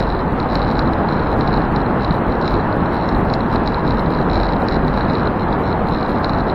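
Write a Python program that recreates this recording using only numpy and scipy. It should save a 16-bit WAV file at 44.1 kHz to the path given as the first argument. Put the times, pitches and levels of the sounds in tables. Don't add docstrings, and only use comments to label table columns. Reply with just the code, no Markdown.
import sys
import numpy as np
from scipy import signal
from scipy.fft import rfft, irfft
from scipy.io import wavfile
from scipy.ndimage import uniform_filter1d

SR = 44100
rng = np.random.default_rng(int(sys.argv[2]) if len(sys.argv) > 2 else 0)


def to_wav(s):
    ch = np.atleast_2d(s).T
    pcm = np.round(np.clip(ch, -1, 1) * 32767)
    wavfile.write(sys.argv[1], SR, pcm.astype(np.int16))


def elevation(decibels):
    levels = np.asarray(decibels, float)
    return 10 ** (levels / 20)


N = 288414

# (frequency [Hz], density [dB per Hz])
ROAR_COLOUR = [(10, -26), (22, -5), (70, -5.5), (110, -3), (206, -2), (361, -6.5), (414, -6.5), (543, -9.5),
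               (900, -8.5), (1700, -19.5), (2200, -30), (3300, -39), (4200, -42.5), (5600, -54.5)]
# (time [s], level [dB])
TRAFFIC_LOUDNESS = [(0.0, -18), (0.07, -19.5), (0.98, -17), (1.05, -17), (1.49, -17), (2.48, -18),
                    (2.64, -17), (3.17, -18), (3.19, -17.5), (3.52, -18), (3.55, -13.5), (3.57, -18),
                    (4.99, -17.5), (5.26, -16.5), (5.32, -18.5), (5.46, -18), (6.54, -18)]
# (time [s], length [s])
LOUD_MOMENTS = [(.026, 0), (.328, 0), (.538, .021), (.722, 0), (.931, 0), (1.326, 0), (1.372, .024),
                (1.581, 0), (1.721, 0), (2.139, .023), (2.278, 0), (2.51, .023), (2.766, 0), (2.927, .024),
                (3.16, .047), (3.253, 0), (3.346, 0), (3.532, .023), (3.88, 0), (3.996, .024), (4.111, 0),
                (4.205, 0), (4.414, 0), (4.6, .046), (4.879, 0), (4.972, 0), (5.598, .025), (5.877, .022),
                (6.086, .023), (6.203, 0)]
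# (middle time [s], peak level [dB], length [s])
ROAD_BUMPS = [(0.058, -20.5, 0.17), (0.21, -28, 0.063), (0.36, -25, 0.07), (0.623, -19.5, 0.23),
              (0.838, -25, 0.15), (1.117, -36, 0.07), (1.238, -28, 0.08), (1.356, -23, 0.07),
              (1.5423, -19.5, 0.13), (1.787, -27, 0.13), (2.1008, -21, 0.07), (2.3, -22, 0.065),
              (2.5203, -17.5, 0.084), (2.8115, -29, 0.07), (2.968, -29, 0.07), (3.167, -19, 0.076),
              (3.2943, -25, 0.077), (3.431, -28, 0.16), (3.628, -26, 0.16), (3.952, -20.5, 0.12),
              (4.18, -25, 0.12), (4.402, -16.5, 0.24), (4.773, -23, 0.12), (4.904, -21, 0.16),
              (5.272, -29, 0.07), (5.516, -23, 0.07), (5.8148, -24, 0.07), (6.099, -26, 0.12),
              (6.419, -22, 0.25)]
# (time [s], peak level [dB], upper rings re main ring [dB])
HARD_KNOCKS = [(0.0043, -23, -8), (0.4015, -24.5, -10), (0.5556, -17.5, -10.5), (0.619, -23.5, -18),
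               (0.7933, -18.5, -9), (1.0884, -26, -18), (1.4105, -23, -14), (1.4768, -22.5, -14),
               (1.5414, -21.5, -26), (1.7627, -23.5, -12), (2.0478, -21.5, -15), (2.1096, -23, -33),
               (2.4791, -19.5, -9.5), (3.0905, -24, -7), (3.3388, -19.5, -8.5), (3.5604, -23, -13),
               (3.6764, -19, -10.5), (3.7454, -23, -25), (3.9084, -23, -14), (3.9956, -25, -15),
               (4.3574, -22, -14), (4.434, -23, -12), (4.6862, -20, -9.5), (5.0095, -24, -20),
               (5.1537, -23.5, -16), (5.2738, -25, -23), (5.7284, -25, -33), (6.2456, -17, -16),
               (6.2955, -24, -13), (6.4997, -24.5, -29)]
# (time [s], peak level [dB])
FIRM_KNOCKS = [(0.0269, -27), (0.1029, -26.5), (0.5845, -33), (0.6282, -28), (0.7034, -31), (1.1251, -28),
               (1.5301, -27), (1.5742, -28), (2.4635, -29), (2.5415, -27.0), (3.301, -27.0),
               (3.4073, -26.5), (3.6617, -31), (3.8783, -24.5), (4.2999, -25), (4.3145, -28), (4.3681, -29),
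               (4.392, -34), (4.412, -31), (4.4564, -29), (4.7127, -29), (4.7334, -29), (4.765, -28),
               (4.8816, -25.5), (4.976, -26.5), (5.0999, -26), (5.528, -26.5), (5.9476, -26),
               (6.0296, -26.5), (6.3351, -26.5)]
# (time [s], peak level [dB])
LONE_KNOCKS = [(0.4295, -33), (0.8232, -33), (0.8586, -35), (0.8761, -30), (0.9353, -27), (1.1957, -32),
               (1.619, -33.5), (1.6524, -35), (1.8039, -35), (1.8174, -33), (1.8635, -31), (2.078, -35),
               (2.1441, -34), (2.3235, -30), (2.3542, -35), (2.7273, -31.5), (2.8599, -32), (3.149, -30),
               (3.5465, -39), (3.8933, -35), (4.062, -32), (4.105, -32), (4.485, -38), (4.5664, -33),
               (4.6211, -32), (4.848, -33), (5.2564, -32), (5.8708, -35), (6.159, -34), (6.4072, -30)]
# (start time [s], end time [s], knocks [count], level [dB])
RATTLE_SPELLS = [(0.0043, 0.124, 12, -30), (0.15, 0.211, 8, -31), (0.4896, 0.7553, 26, -28),
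                 (0.77, 0.795, 3, -30), (1.0884, 1.3396, 23, -31.5), (1.409, 1.5742, 16, -33),
                 (1.997, 2.046, 5, -30), (2.113, 2.151, 4, -32), (2.415, 2.487, 8, -25),
                 (2.498, 2.6103, 11, -29), (2.9115, 3.1244, 20, -31.5), (3.516, 3.582, 7, -28.5),
                 (3.674, 3.807, 12, -32.5), (3.8496, 3.8879, 5, -31), (3.91, 3.997, 8, -30),
                 (4.1245, 4.2276, 9, -28), (4.2999, 4.324, 3, -26), (4.334, 4.5353, 19, -24),
                 (4.7127, 4.767, 6, -25), (4.9302, 5.006, 8, -30.5), (5.02, 5.0928, 8, -32),
                 (5.097, 5.233, 12, -30.5), (5.3967, 5.432, 4, -28), (5.529, 5.551, 3, -31),
                 (5.637, 5.726, 10, -31), (5.8871, 6.0103, 11, -26), (6.0285, 6.185, 15, -32),
                 (6.235, 6.318, 8, -33), (6.336, 6.3997, 6, -31.5), (6.484, 6.514, 4, -33.5)]
# (frequency [Hz], width [Hz], level [dB])
UPPER_RINGS = [(4430, 280, 7.5), (5280, 1000, -2.5), (6850, 930, -4)]
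# (frequency [Hz], density [dB per Hz])
HISS_COLOUR = [(100, -4.5), (5000, 4), (6500, 3), (7000, -1), (7800, -1), (8100, 2.5), (15600, -0.5)]
# (frequency [Hz], gain [dB])
CAMERA_COLOUR = [(100, 0), (5550, -1), (5900, -10), (7300, -13), (7900, -45)]
# (frequency [Hz], level [dB])
DROP_LEVEL = [(2000, -16), (3200, -3), (3900, -11), (4400, -0.5), (5500, -1), (7800, -4), (8300, -5),
              (15000, -5.5)]
# (frequency [Hz], share [ratio])
LOST_SHARE = [(1500, 0.13), (3000, 0.69), (4500, 0.51), (6000, 1.16), (15000, 0.73)]


def evened(x):
    return x / np.sqrt(np.mean(x ** 2) + 1e-20)


def read(points, hz):
    f, value = np.transpose(points)
    return np.interp(np.log(hz + 1), np.log(f + 1), value)


def loud_moments(width):
    t = np.arange(0, N, 32) / SR
    plateaus = 0
    for start, length in LOUD_MOMENTS:
        outside = t - np.clip(t, start, start + length)
        plateaus = plateaus + np.exp(-(outside / width) ** 4)
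    return np.interp(np.arange(N) / SR, t, np.minimum(plateaus, 1))


def tunnel_roar():
    frames, hz = N // 256 + 5, np.fft.rfftfreq(1024, 1 / SR)
    real, imag, patches = rng.standard_normal((frames, 513, 3)).T
    patches = uniform_filter1d(patches, size=8, axis=0)
    patches = evened(uniform_filter1d(patches, size=12, axis=1))
    times, levels = np.transpose(TRAFFIC_LOUDNESS)
    loud_db = np.interp(np.arange(frames) * 256 / SR, times, levels)
    swing = loud_db - loud_db.mean()
    rumble, tyres, tyre_hiss = 1.6 * swing, 0.68 * swing, 0.78 * swing
    to_tyres = np.clip(np.log2(hz[:, None] / 250 + 1e-9), 0, 1)
    to_hiss = np.clip(np.log2(hz[:, None] / 1300 + 1e-9) * 1.5, 0, 1)
    swell_db = rumble + to_tyres * (tyres - rumble) + to_hiss * (tyre_hiss - tyres)
    level_db = read(ROAR_COLOUR, hz)[:, None] + swell_db + 0.79 * patches
    spectrum = (real + 1j * imag) * elevation(level_db)
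    noise = evened(signal.istft(spectrum, nperseg=1024, noverlap=768)[1][:N])
    return elevation(-16.5 + 0.53 * loud_moments(0.012)) * noise


def mount_shake():
    shake_hz, phase, edge_db, rest_db = 46.3, -1.2, -4.5, -30
    motion, power = np.zeros(N + SR), np.zeros(N + SR)
    dt = np.arange(SR) / SR - .5
    rocking = np.cos(2 * np.pi * shake_hz * dt + phase)
    for s, db, length in ROAD_BUMPS:
        swing = elevation(db + edge_db * (2 * dt / length) ** 2)
        at = round(s * SR)
        motion[at:at + SR] += (swing * rocking)[:N + SR - at]
        power[at:at + SR] += (swing ** 2)[:N + SR - at]
    motion, power = motion[SR // 2:][:N], power[SR // 2:][:N]
    return motion, 10 * np.log10(power + elevation(rest_db) ** 2)


def light_knocks(listed_s):
    start, end, knocks, db = np.transpose(RATTLE_SPELLS)[:, :, None]
    k, last = np.arange(30), np.round(knocks) - 1
    late, weak, colour = rng.standard_normal((len(RATTLE_SPELLS), len(k), 3)).transpose(2, 0, 1)
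    inside = (k > 0) & (k < last)
    at = (start + (end - start) * k / last + inside * .0008 * late).ravel()
    level = (db - 8.5 * abs(weak)).ravel()
    upper_db = -14.5 + 3.5 * colour.ravel()
    clear = abs(at[:, None] - listed_s).min(axis=1) > .005
    free = (k <= last).ravel() & clear
    return np.column_stack([np.clip(at, 0, N / SR - .01), np.where(free, level, -120), upper_db])


def resonate(x, hz, width):
    turn = np.exp(2j * np.pi * np.cumsum(hz * np.ones(len(x))) / SR)
    r = np.exp(-np.pi * width / SR)
    return 2 * (turn * signal.lfilter([1 - r], [1, -r], x / turn + 1e-18)).real


def twice(x, hz, width):
    return resonate(resonate(x, hz, width), hz, width)


def housing_ring(knocks, bright):
    wander = uniform_filter1d(rng.standard_normal(N), size=300)
    wander = evened(uniform_filter1d(wander, size=300))
    hz = 4008 + 35 * wander
    main = 1.184 * resonate(twice(knocks, hz, 475), hz, 900)
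    tap = elevation(-9.5) * twice(knocks, 2090, 760)
    upper = 0
    for k, (f, width, db) in enumerate(UPPER_RINGS):
        upper = upper + (-1) ** (k + 1) * elevation(db) * twice(bright, f, width)
    high_pass = signal.butter(4, 4200, "high", fs=SR, output="sos")
    return main + tap + signal.sosfilt(high_pass, upper)


def loose_part(shake_db):
    listed = [HARD_KNOCKS]
    for rows in (FIRM_KNOCKS, LONE_KNOCKS):
        listed.append(np.column_stack([rows, np.full(len(rows), -16)]))
    listed = np.vstack(listed)
    s, db, upper_db = np.vstack([listed, light_knocks(listed[:, 0])]).T
    sign, lag, rebound = rng.random((len(s), 3)).T
    at = np.maximum(s - .001, 0)
    again = np.minimum(at + 0.0023 + 0.00095 * lag, (N - 1) / SR)
    blow = elevation(db + 35.0) * np.sign(sign - .5)
    chatter = elevation(2.3 * np.minimum(rng.exponential(1, N), 3.5))
    chatter = chatter * (rng.random(N) < 150 / SR)
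    chatter_db = -35 + 0.23 * (shake_db + 19)
    knocks = elevation(chatter_db) * evened(chatter) * rng.choice([-1., 1.], N)
    bright = elevation(-20.0) * knocks
    for train, gain in ((knocks, blow), (bright, blow * elevation(upper_db - 2.5))):
        np.add.at(train, (at * SR).astype(int), gain)
        np.add.at(train, (again * SR).astype(int), gain * 0.82 * (rebound - .5))
    return housing_ring(knocks, bright)


def rounding_hiss():
    white = rfft(rng.standard_normal(N))
    coloured = irfft(white * elevation(read(HISS_COLOUR, np.fft.rfftfreq(N, 1 / SR))), N)
    return elevation(-61.5 + 6 * loud_moments(.009)) * evened(coloured)


def camera_sound_path(x, hiss):
    hz, t, (z, floor) = signal.stft([x, hiss], SR, "cosine", nperseg=2048, noverlap=1024)
    z = z * elevation(read(CAMERA_COLOUR, hz))[:, None] + floor
    band = np.arange(len(hz)) // 8
    power = np.add.reduceat(abs(z) ** 2, np.arange(0, len(hz), 8)) / 8
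    band_rms = np.sqrt(power)[band]
    luck = rng.standard_normal(power.shape)
    real, imag = rng.standard_normal((2, *z.shape))
    held = np.arange(len(t)) // 3 * 3
    usual = np.median(power, axis=1, keepdims=True)
    rise_db = 10 * np.log10(uniform_filter1d(power, size=5, axis=1) / usual)
    heard = .35 * rise_db + 3.0 * luck[:, held] > read(DROP_LEVEL, hz[::8, None])
    kept = np.where(heard, 1, elevation(-27.5))
    z = z + elevation(-17.0) * band_rms * (real + 1j * imag)
    strong = abs(z) > read(LOST_SHARE, hz[:, None]) * band_rms
    z = z * kept[band] * strong
    return signal.istft(z, SR, "cosine", nperseg=2048, noverlap=1024)[1][:N]


def scene():
    shake, shake_db = mount_shake()
    return (tunnel_roar() + shake + loose_part(shake_db))[None]


def roll_off(x):
    return signal.sosfilt(signal.butter(12, 15720, fs=SR, output="sos"), x)


def record(dry):
    mix = camera_sound_path(dry[0], rounding_hiss())[None]
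    return roll_off(mix)


dry = scene()
out = record(dry)
to_wav(out)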